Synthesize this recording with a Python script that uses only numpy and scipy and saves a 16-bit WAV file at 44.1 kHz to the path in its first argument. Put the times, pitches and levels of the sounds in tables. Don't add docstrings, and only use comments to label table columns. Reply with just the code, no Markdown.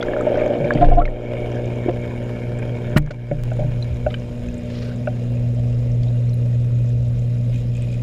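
import sys
import numpy as np
from scipy import signal
from scipy.io import wavfile
from scipy.ndimage import uniform_filter1d

SR = 44100
rng = np.random.default_rng(int(sys.argv[2]) if len(sys.argv) > 2 else 0)


def transcribe(u):
    v = np.clip(np.atleast_2d(u).T, -1, 1)
    q = np.round(v * 32767).astype(np.int16)
    wavfile.write(sys.argv[1], SR, q)


def gain_from_db(level_db):
    decades = np.asarray(level_db, float) / 20
    return 10 ** decades


N = 353682


def unit(x):
    return x / np.sqrt(np.mean(x ** 2))


def read(rows):
    s, *columns = np.transpose(rows)
    return np.array([np.interp(np.arange(N) / SR, s, c) for c in columns])


def bandpass(x, order, low_hz, top_hz):
    return signal.sosfilt(signal.butter(order, [low_hz, top_hz], "band", fs=SR, output="sos"), x)


def modes(excite, table, order=2):
    out = 0
    for hz, width, db in table:
        mode = bandpass(excite(), order, hz - width / 2, hz + width / 2)
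        out = out + gain_from_db(db) * unit(mode)
    return unit(out)


def walk(rate):
    k = int(SR / rate)
    held = np.repeat(rng.standard_normal(N // k + 1), k)
    return uniform_filter1d(uniform_filter1d(held, k), k)[:N]


def grains(per_s, spread_db):
    at = rng.random(1000)
    size = np.minimum(rng.exponential(size=1000), 2.6)
    keep = int(per_s * N / SR)
    out = np.zeros(N)
    out[(at[:keep] * N).astype(int)] = gain_from_db(spread_db * size[:keep])
    return unit(out)


def swell(rise, t60):
    rise, t60 = max(rise, 1 / SR), max(t60, 1e-3)
    t = np.arange(int((rise + t60) * SR)) / SR
    onset = np.sin(np.pi / 2 * np.minimum(t / rise, 1)) ** 2
    return t, onset * gain_from_db(-60 * np.maximum(t - rise, 0) / t60)


def add(out, s, x):
    i = int(s * SR)
    out[i:i + len(x)] += x[:N - i]


def ring(db, hz, rise, t60, glide=0.):
    t, env = swell(rise, t60)
    turns = hz * (t + glide * t ** 2 / (2 * t[-1]))
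    return gain_from_db(db) * env * np.sin(2 * np.pi * turns)


def burst(db, rise, t60, low_hz, top_hz):
    env = swell(rise, t60)[1]
    n = len(env)
    grain_db = 3.5 * np.repeat(rng.standard_normal(n // 128 + 1), 128)[:n]
    grit = rng.standard_normal(n) * gain_from_db(grain_db)
    return gain_from_db(db) * env * unit(bandpass(grit, 3, low_hz, top_hz)) / 2


def duck():
    # (time [s], gain change [dB])
    loud_moments = [
        (0.821, -6),
        (.93, -5),
        (2.96, -10),
    ]
    attack_s, hold_s, recover_s = 0.055, 0.083, 0.39
    t = np.arange(N) / SR
    knees = np.cumsum([0, attack_s, hold_s, recover_s])
    return sum(np.interp(t - s, knees, [0, db, db, 0]) for s, db in loud_moments)


def rumble(depth):
    # (frequency [Hz], level [dB per Hz])
    spectrum = [(15, -8.5), (65, -10), (144, -15), (167, -18), (247, -20), (292, -37), (420, -40),
                (550, -64)]
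    hump_hz, shallow_db, deep_db = 64.6, -5, 2
    hz_points, db_points = np.transpose(spectrum)
    out = 0
    for hz in 20 * 2 ** np.arange(0, 4.5, .5):
        db = np.interp(np.log(hz), np.log(hz_points), db_points)
        db = db + 10 * np.log10(hz)
        hump = np.exp(-(np.log2(hz / hump_hz) / 0.39) ** 2)
        db = db + (shallow_db + (deep_db - shallow_db) * depth) * hump
        band = modes(lambda: rng.standard_normal(N), [(hz, hz / 3, 0)])
        out = out + gain_from_db(db + 3.2 * walk(5.4)) * band
    start_db, grows_s = -5, 0.91
    level_db = -31.5 + start_db * np.maximum(1 - np.arange(N) / SR / grows_s, 0)
    return gain_from_db(level_db) * unit(out)


def pump(stir, depth):
    # (time [s], beat level [dB], 2nd multiple level [dB])
    main_lines = [(0.0, -35.5, -38.5), (0.4, -30.5, -34.5), (0.7, -32, -30), (0.95, -13.5, -28.5),
                  (1.15, -27.5, -34.5), (1.7, -26, -35.5), (2.1, -28, -34.5), (2.9, -25, -36.5),
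                  (3.25, -23.5, -35), (3.65, -21.5, -41), (4.05, -25, -37.5), (4.5, -34.5, -31),
                  (5.0, -26, -32), (5.5, -19.5, -32), (6.2, -16.5, -36.5), (7.4, -19, -39),
                  (8.02, -22, -38.5)]
    # (multiple of the beat, index of line followed, level over it [dB])
    side_lines = [(2.5, 2, -7), (3.5, 2, -5), (4, 3, -1), (4.5, 3.5, -10.5), (6, 2.5, -13.5),
                  (6.5, 2.3, -18.5), (7.5, 2.6, -18.5)]
    beat_hz = 119.96
    third_db = -29.5 + 0.67 * stir - 12 * depth
    fifth_db = -28.5 + 0.84 * stir - 3.5 * depth
    odd_mains_db = -40.5 + 3 * depth
    db = [*read(main_lines), third_db, fifth_db, odd_mains_db]
    lines = list(zip((1, 2, 3, 5, 1.5), db))
    lines += [(k, db[int(line)] + rel_db) for k, line, rel_db in side_lines]
    phase = beat_hz * np.arange(N) / SR
    hum = 0
    for k, level_db in lines:
        lag = .45 * k ** 2
        hum = hum + gain_from_db(level_db + 1.05 * walk(25)) * np.cos(2 * np.pi * k * phase - lag)
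    return np.sqrt(2) * hum, phase


def scrape():
    # (time [s], extra drive [dB], rise [s], hold [s], hiss level [dB])
    brushes = [
        (4.62, 4, 0.16, .08, -48.5),
        (7.5, 6.5, 0.041, .04, -59),
        (7.735, 5, 0.019, 0.028, -64),
        (7.8, 4, .02, .03, -64),
        (7.87, 4, .01, .03, -65),
        (7.917, 4, .008, 0.023, -62),
    ]
    release_s = .012
    t = np.arange(N) / SR
    leaves = unit(bandpass(rng.standard_normal(N), 5, 1000, 5300))
    drive_db, hiss_gain = 0, 0
    for s, extra_db, rise, hold, hiss_db in brushes:
        knees = np.cumsum([0, rise, hold, release_s + .6 * rise])
        shape = np.interp(t - s, knees, [0, 1, 1, 0])
        drive_db = drive_db + extra_db * shape
        hiss_gain = hiss_gain + gain_from_db(hiss_db) * shape
    return drive_db, hiss_gain * leaves * gain_from_db(4.0 * walk(90))


def water(phase, stir, depth):
    # (frequency [Hz], width [Hz], level [dB], extra level [dB per dB of stir])
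    gurgle_modes = [(298, 152, -4.5, -0.09), (482, 110, -2, -0.19), (581.4, 92, -1.5, 0.1346),
                    (690, 144, -10.5, 0.25)]
    # (frequency [Hz], width [Hz], level [dB])
    shallow_modes = [(932, 230, -2.5), (1400, 320, -7), (1650, 346, -1.5), (2240, 162, 0.5),
                     (2395, 200, -5.5), (2834, 270, -8.5), (3165, 210, -9), (3585, 300, -14)]
    # (frequency [Hz], width [Hz], level [dB])
    deep_modes = [(1010, 460, -4), (1500, 880, -0.5), (2075, 450, -1.5), (2460, 130, -1.5),
                  (2780, 230, -2.5), (3150, 160, -6), (3610, 560, -4)]
    # (frequency [Hz], width [Hz], level [dB])
    fizz_modes = [(4000, 560, 1), (5050, 780, 1.5), (5800, 870, -3), (6850, 790, 0.5), (7730, 900, -6.5),
                  (9400, 1100, -5.5), (8500, 830, -14), (11000, 1600, -7), (13000, 2000, -11.5),
                  (14600, 1400, -14)]
    brush_db, hiss = scrape()
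    stroke_strength = gain_from_db(3.7 * rng.standard_normal(int(phase[-1]) + 1))
    stroke = unit(stroke_strength[phase.astype(int)] * np.exp(-(phase % 1) / 0.31))
    ticks = grains(79, 5.0)

    def force(shake, shared, own, flicker_db):
        noise = rng.standard_normal(N) * gain_from_db(flicker_db * walk(35))
        return noise * (1 + shake * stroke) + shared * ticks + own * grains(30, 4.0)

    stirred_modes = [(hz, width, db + lean * (stir + 12)) for hz, width, db, lean in gurgle_modes]
    gurgle = modes(lambda: force(0.86, 0.063, .03, 1.3), stirred_modes)
    shallow = modes(lambda: force(1.4, 0.62, .15, 3.2), shallow_modes)
    deep = modes(lambda: force(0.38, 0.32, 0.17, 2.3), deep_modes)
    fizz = modes(lambda: force(0.42, 0.4, 0.6, 2.0), fizz_modes)
    rattle = np.sqrt(1 - depth) * shallow + np.sqrt(depth) * deep
    upper = signal.sosfiltfilt(signal.butter(3, 2100, "high", fs=SR, output="sos"), rattle)
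    rattle = rattle + (gain_from_db(brush_db) - 1) * upper
    rattle_db = -38 + 0.4 * stir - 8.5 * depth
    fizz_db = -59.5 + 0.56 * brush_db
    return hiss + gain_from_db(-22 + stir) * gurgle + gain_from_db(rattle_db) * rattle + gain_from_db(fizz_db) * fizz


def surges():
    # (time [s], peak level [dB], frequency [Hz])
    pulses = [
        (.78, -22, 68),
        (2.929, -25, 72.6),
        (3.88, -19, 75.5),
        (4.02, -21, 63),
        (4.44, -22, 60.3),
        (5.85, -30, 55),
        (7.0, -30, 52),
    ]
    out = np.zeros(N)
    for s, db, hz in pulses:
        add(out, s, ring(db, hz, .05, 0.22, glide=-0.17))
    return out


def squeak():
    start_s, lasts_s = 4.82, .1
    out = np.zeros(N)
    for step in np.arange(0, lasts_s, .009):
        db = -46 + 3 * rng.standard_normal()
        hz = 1480 * (1 + 0.06 * rng.standard_normal())
        add(out, start_s + step, ring(db, hz, 0.0024, .03))
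    return out


def latch():
    # (time [s], peak level [dB], frequency [Hz])
    strikes = [(7.529, -44, 2500), (7.543, -42, 2500), (7.558, -38, 2460), (7.718, -44, 2510),
               (7.751, -42, 2500), (7.758, -38, 2530), (7.768, -41, 2520), (7.776, -38, 2500),
               (7.808, -43, 2510), (7.8206, -41, 2500), (7.828, -41, 2490), (7.836, -42, 2500),
               (7.844, -44, 2510), (7.884, -40, 2490), (7.901, -42, 2500), (7.926, -37, 2440),
               (7.943, -36, 2470), (7.993, -45, 2480)]
    t60 = 0.024
    out = np.zeros(N)
    for s, db, hz in strikes:
        add(out, s, ring(db, hz, 0.0014, t60))
        add(out, s, burst(db - 4, .0015, .6 * t60, .85 * hz, 1.2 * 1.25 * hz))
    return out


def specks():
    # (time [s], peak level [dB], frequency [Hz])
    tick_events = [(0.0268, -33.5, 5740), (0.2094, -37.5, 7000), (0.3551, -39, 5410), (0.3716, -40, 5440),
                   (0.4599, -39, 6700), (0.4783, -43, 6070), (0.6454, -43, 5320), (0.7342, -37.5, 5460),
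                   (0.8939, -45, 5400), (0.9577, -38, 5700), (1.0565, -45, 5200), (1.5155, -39, 5550),
                   (1.555, -42, 5520), (1.6551, -39, 6640), (1.7554, -43, 6500), (2.0133, -43, 6870),
                   (2.2383, -43, 6840), (2.395, -42, 6570), (2.587, -37, 7530), (2.7621, -38, 6640),
                   (2.8963, -42, 6840), (3.5073, -46, 6780), (3.5327, -45, 6760), (3.8415, -47, 6850),
                   (3.9418, -45, 6520), (3.9642, -46, 5550), (4.1967, -45, 5810), (4.4646, -47, 6770),
                   (4.4845, -37, 6600), (4.5414, -39, 6740), (4.5788, -36, 7610), (4.6332, -43, 6590),
                   (4.715, -45, 5430), (4.7869, -46, 5740), (4.958, -43, 7100), (5.0647, -48, 5200),
                   (5.3945, -45, 7480), (5.4858, -44, 6990), (5.5476, -44, 7060), (5.5925, -45, 6800),
                   (5.9153, -40, 5560), (5.9492, -45, 6290), (6.031, -44, 5300), (6.2929, -43, 5520),
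                   (6.3393, -40, 10800), (6.4576, -45, 7190), (6.716, -46, 7180), (6.8592, -47, 5770),
                   (6.8906, -43, 6880), (7.0816, -44, 7180), (7.1919, -44, 6570), (7.3431, -43, 5200),
                   (7.382, -47, 6690), (7.5401, -41, 6660), (7.5571, -40, 6790), (7.7491, -44, 6760),
                   (7.7661, -39, 7260), (7.821, -38, 7680), (7.9153, -43, 7240), (7.9402, -43, 6970)]
    out = np.zeros(N)
    for s, db, hz in tick_events:
        add(out, s, burst(db - 1.0, 0.0026, .012, .9 * hz, 1.12 * hz))
    return out


def wallow():
    # (time [s], peak level [dB], rise [s], t60 [s])
    jolts = [
        (0.0, -31, .08, 2.5),
        (.29, -28, 0.07, 0.87),
        (.74, -21, 0.05, .4),
        (0.801, -6.5, 0.085, 1.4),
        (1.4, -32, 0.024, .8),
        (2.95, -19.5, 0.047, .45),
        (3.25, -27, 0.18, 0.73),
        (3.57, -25, 0.055, 1.8),
    ]
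    # (time [s], frequency [Hz])
    swing_rate = [(.9, 22.2), (.97, 26)]
    drag_s, crest_s = .33, .881
    size = np.zeros(N)
    for s, db, rise, t60 in jolts:
        since, env = swell(rise, t60)
        add(size, s, gain_from_db(db) * env * np.exp(-(since / drag_s) ** 4))
    turns = np.cumsum(read(swing_rate)[0]) / SR
    angle = 2 * np.pi * (turns - turns[int(crest_s * SR)]) + np.pi / 2 + .15 * walk(12)
    swing = np.sin(angle) - .15 * np.cos(2 * angle) - 0.11 * np.sin(3 * angle)
    return np.sqrt(2) * size * swing


def grinding():
    # (time [s], peak level [dB], t60 [s], low edge [Hz], top edge [Hz])
    cracks = [(2.96, -13, 0.042, 900, 2000), (2.972, -9, 0.028, 700, 2400), (3.021, -51, 0.048, 1500, 4000),
              (3.06, -36, 0.014, 1100, 2200), (3.07, -33, 0.041, 700, 1900), (3.104, -31, .045, 700, 2600),
              (3.105, -38, .04, 2600, 6500), (0.025, -23, 0.019, 1900, 3900),
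              (1.052, -28, .022, 1200, 3000), (1.054, -45, .018, 3000, 6200), (.734, -37, .016, 3500, 7000),
              (0.84, -32, 0.06, 910, 3480), (1.883, -32, .06, 930, 2700), (6.031, -35, .015, 2200, 5000),
              (2.587, -37, 0.027, 1200, 1800), (2.62, -29, 0.027, 780, 2000)]
    # (time [s], peak level [dB], rise [s], low edge [Hz], top edge [Hz])
    rubs = [(2.958, -22.5, 0.02, 2200, 5400), (2.959, -30, 0.024, 6700, 14000),
            (0.3, -28.5, .11, 760, 2350), (0.74, -33.5, 0.046, 2000, 3050), (0.8, -31.5, 0.024, 1400, 3300),
            (3.6, -30, 0.035, 650, 850), (4.061, -25.5, 0.011, 260, 410), (4.1, -35, 0.017, 1200, 1300),
            (3.3, -37, .02, 1700, 2430), (4.1, -30, 0.0092, 1800, 3600), (.918, -36, .01, 2400, 3700),
            (.985, -38, .015, 2400, 3700), (3.018, -52, .004, 4500, 7000), (3.06, -47, .004, 4000, 7000)]
    out = np.zeros(N)
    for s, db, t60, *band in cracks:
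        add(out, s, burst(db, 0.17 * t60, t60, *band))
    for s, db, rise, *band in rubs:
        add(out, s, burst(db, rise, 1.1 * rise, *band))
    snap_s, snap_db, snap_decay_s = 3.4366, -19, .00007
    add(out, snap_s, -gain_from_db(snap_db) * np.exp(-np.arange(100) / SR / snap_decay_s))
    return out


def pole():
    # (time [s], peak level [dB], frequency [Hz], thump level [dB], upper ring level [dB])
    knocks = [
        (2.962, -11.5, 617, 3.5, -8),
        (3.106, -21.5, 596, -5, -10),
        (3.312, -10.5, 577, -5.5, -29),
        (3.515, -18, 621, -27, -15),
        (3.589, -14, 584, -6, -36),
        (3.604, -17, 605, -8, -40),
        (3.619, -21, 600, -12, -40),
        (3.644, -24, 590, 4, -32),
        (4.0632, -5, 605, -36, -20),
        (5.072, -10, 604, -26, -12.5),
    ]
    # (frequency [Hz], level [dB], t60 [s])
    thump_modes = [(148.8, 2.5, 0.43), (203.4, -2, 0.092), (293, -4, 0.18)]
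    # (frequency [Hz], level [dB], t60 [s])
    upper_modes = [(1225, -6.5, .03), (1473, 6.5, 0.026), (2330, -7, 0.025), (2690, -6, 0.022)]
    t60 = 0.07
    out = np.zeros(N)
    for s, db, hz, thump_db, upper_db in knocks:
        add(out, s, ring(db - 3.0, hz, 0.0038, t60))
        add(out, s, ring(db - 14.5, 1.24 * hz, 0.0037, 1.23 * t60))
        for table, rel_db in ((thump_modes, thump_db), (upper_modes, upper_db)):
            for mode_hz, mode_db, mode_t60 in table:
                struck_hz = mode_hz * (1 + 0.0091 * rng.standard_normal())
                add(out, s, ring(db + rel_db + mode_db - 5.0, struck_hz, 0.0022, mode_t60))
    return out


def swarm():
    ends_s, low_hz, octaves = 1.0, 1000, 2.4
    out = np.zeros(N)
    for when, pitch, size in rng.random((90, 3)):
        hz = low_hz * 2 ** (octaves * pitch)
        db = -33.5 - 5 * octaves * pitch - 2.5 * np.log(size + .1)
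        add(out, when * ends_s, ring(db, hz, 0.00046, 11 / hz, glide=.12))
    return out


def bubbles():
    # (time [s], peak level [dB],
    # frequency [Hz])
    short_rings = [(.01, -25.5, 3360), (0.026, -18.5, 1400), (.028, -24, 2100), (.083, -23, 1650),
                   (0.134, -20.5, 1690), (0.164, -21.5, 1400), (.208, -21.5, 1260), (0.356, -23, 1500),
                   (0.396, -27, 2360), (.538, -33, 2970), (0.644, -25, 2310), (.706, -8, 1650),
                   (0.735, -32.5, 4500), (0.772, -28, 1990), (0.844, -25, 1650), (1.0533, -21.5, 2130),
                   (1.057, -43, 4080), (1.077, -29, 1820), (1.883, -38, 1650), (2.973, -20, 1900),
                   (2.975, -20, 2160), (2.961, -21, 1400), (2.974, -21, 1050), (2.966, -25, 2900),
                   (4.141, -22.5, 2980), (4.142, -26.5, 1560), (4.145, -27.5, 2350), (4.485, -34.5, 2530),
                   (4.915, -38, 1560), (5.37, -39, 2500), (6.083, -40, 3800), (6.29, -46, 4200),
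                   (6.332, -41.5, 4000)]
    rise, t60 = 0.0015, 0.023
    out = np.zeros(N)
    for s, db, hz in short_rings:
        add(out, s, ring(db, hz, rise, t60, glide=0.058))
        add(out, s, ring(db - 7.5, 0.65 * hz, rise / 2, t60 / 2))
        add(out, s, burst(db - 9.5, 0.0009, 0.022, 0.59 * hz, 1.38 * hz))
    return out


def air():
    # (time [s], peak level [dB], frequency [Hz], rise [s])
    pockets = [(.132, -18.5, 557, 0.016), (.158, -15, 600, 0.0096), (.222, -22, 597, 0.012),
               (.392, -15, 602, 0.026), (.262, -6.5, 598, 0.011), (.312, -18, 589, .008),
               (.36, -13, 584, 0.019), (.484, -16.5, 576, 0.026), (.529, -18.5, 591, 0.0099),
               (.605, -16, 565, 0.0082), (4.446, -31, 540, 0.0044), (5.216, -35, 500, .004),
               (5.512, -35, 597, 0.0046), (6.062, -31, 617, .005), (.635, -15.5, 568, 0.013),
               (.804, -5, 698.6, 0.027), (.911, -12, 705, .014), (.808, -17, 560, .022),
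               (.964, -6, 695, .024), (.995, -24, 1120, .012), (1.012, -21, 1316, 0.008),
               (.81, -29, 1350, 0.0086)]
    # (time [s], peak level [dB], octave level [dB], t60 [s])
    gulps = [
        (0.599, -17, -41, 0.12),
        (.635, -15, -31, 0.11),
        (.745, -12.5, -16, .09),
        (.802, -15, -15.5, 0.39),
        (.97, -28, -19, 0.21),
    ]
    # (time [s], peak level [dB], frequency [Hz], t60 [s])
    pops = [
        (1.86, -8, 360, 0.012),
        (1.882, -10, 345, 0.061),
        (1.884, -17.5, 690, 0.08),
        (1.893, -16.5, 510, 0.061),
        (2.962, -1.5, 170, 0.027),
        (3.824, -27, 4000, .025),
    ]
    tones = [(s, db, hz, rise, 24.5 / hz + 2.2 * rise) for s, db, hz, rise in pockets]
    tones += [(s, db, hz, 0.0028, t60) for s, db, hz, t60 in pops]
    gulp_rise = 0.012
    for s, db, octave_db, t60 in gulps:
        tones.append((s, db, 151.5, gulp_rise, t60))
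        tones.append((s, octave_db, 301.5, 1.1 * gulp_rise, 0.87 * t60))
    out = np.zeros(N)
    for s, db, hz, rise, t60 in tones:
        add(out, s, ring(db, hz, rise, t60, glide=0.031))
        add(out, s, ring(db - 23, 1.46 * hz, rise, t60, glide=0.04))
        add(out, s, burst(db - 11.5, rise, 1.6 * t60, .88 * hz, 1.15 * hz))
    return out


def scene():
    # (time [s], level [dB])
    stir_curve = [(0.0, -4.5), (0.3, 0), (0.8, -3), (0.98, 4.5), (1.1, -3.5), (1.5, -8.5), (2.2, -13.5),
                  (2.9, -13.5), (3.3, -19), (3.6, -19), (4.3, -18), (4.8, -16.5), (5.3, -17), (5.8, -17),
                  (6.9, -19.5), (7.6, -20.5), (8.02, -19)]
    # (time [s], depth [0-1])
    sink_curve = [(3.0, 0.03), (4.4, 0.52), (5.6, 0.95)]
    stir = read(stir_curve)[0]
    depth = np.clip(read(sink_curve)[0], 0, 1)
    hum, phase = pump(stir, depth)
    steady = rumble(depth) + hum + water(phase, stir, depth)
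    touches = surges() + squeak() + latch() + specks()
    housing = wallow() + grinding() + pole()
    escaping = swarm() + bubbles() + air()
    return (gain_from_db(duck()) * steady + touches + housing + escaping)[None]


def top_cut(x):
    return signal.sosfilt(signal.butter(12, 16410, fs=SR, output="sos"), x)


def record(dry):
    dull = signal.sosfilt(signal.butter(12, 15800, fs=SR, output="sos"), dry)
    dull = np.clip(dull, -1.5, 1.5)
    mix = dull - 4 / 27 * dull ** 3
    return top_cut(mix)


dry = scene()
out = record(dry)
transcribe(out)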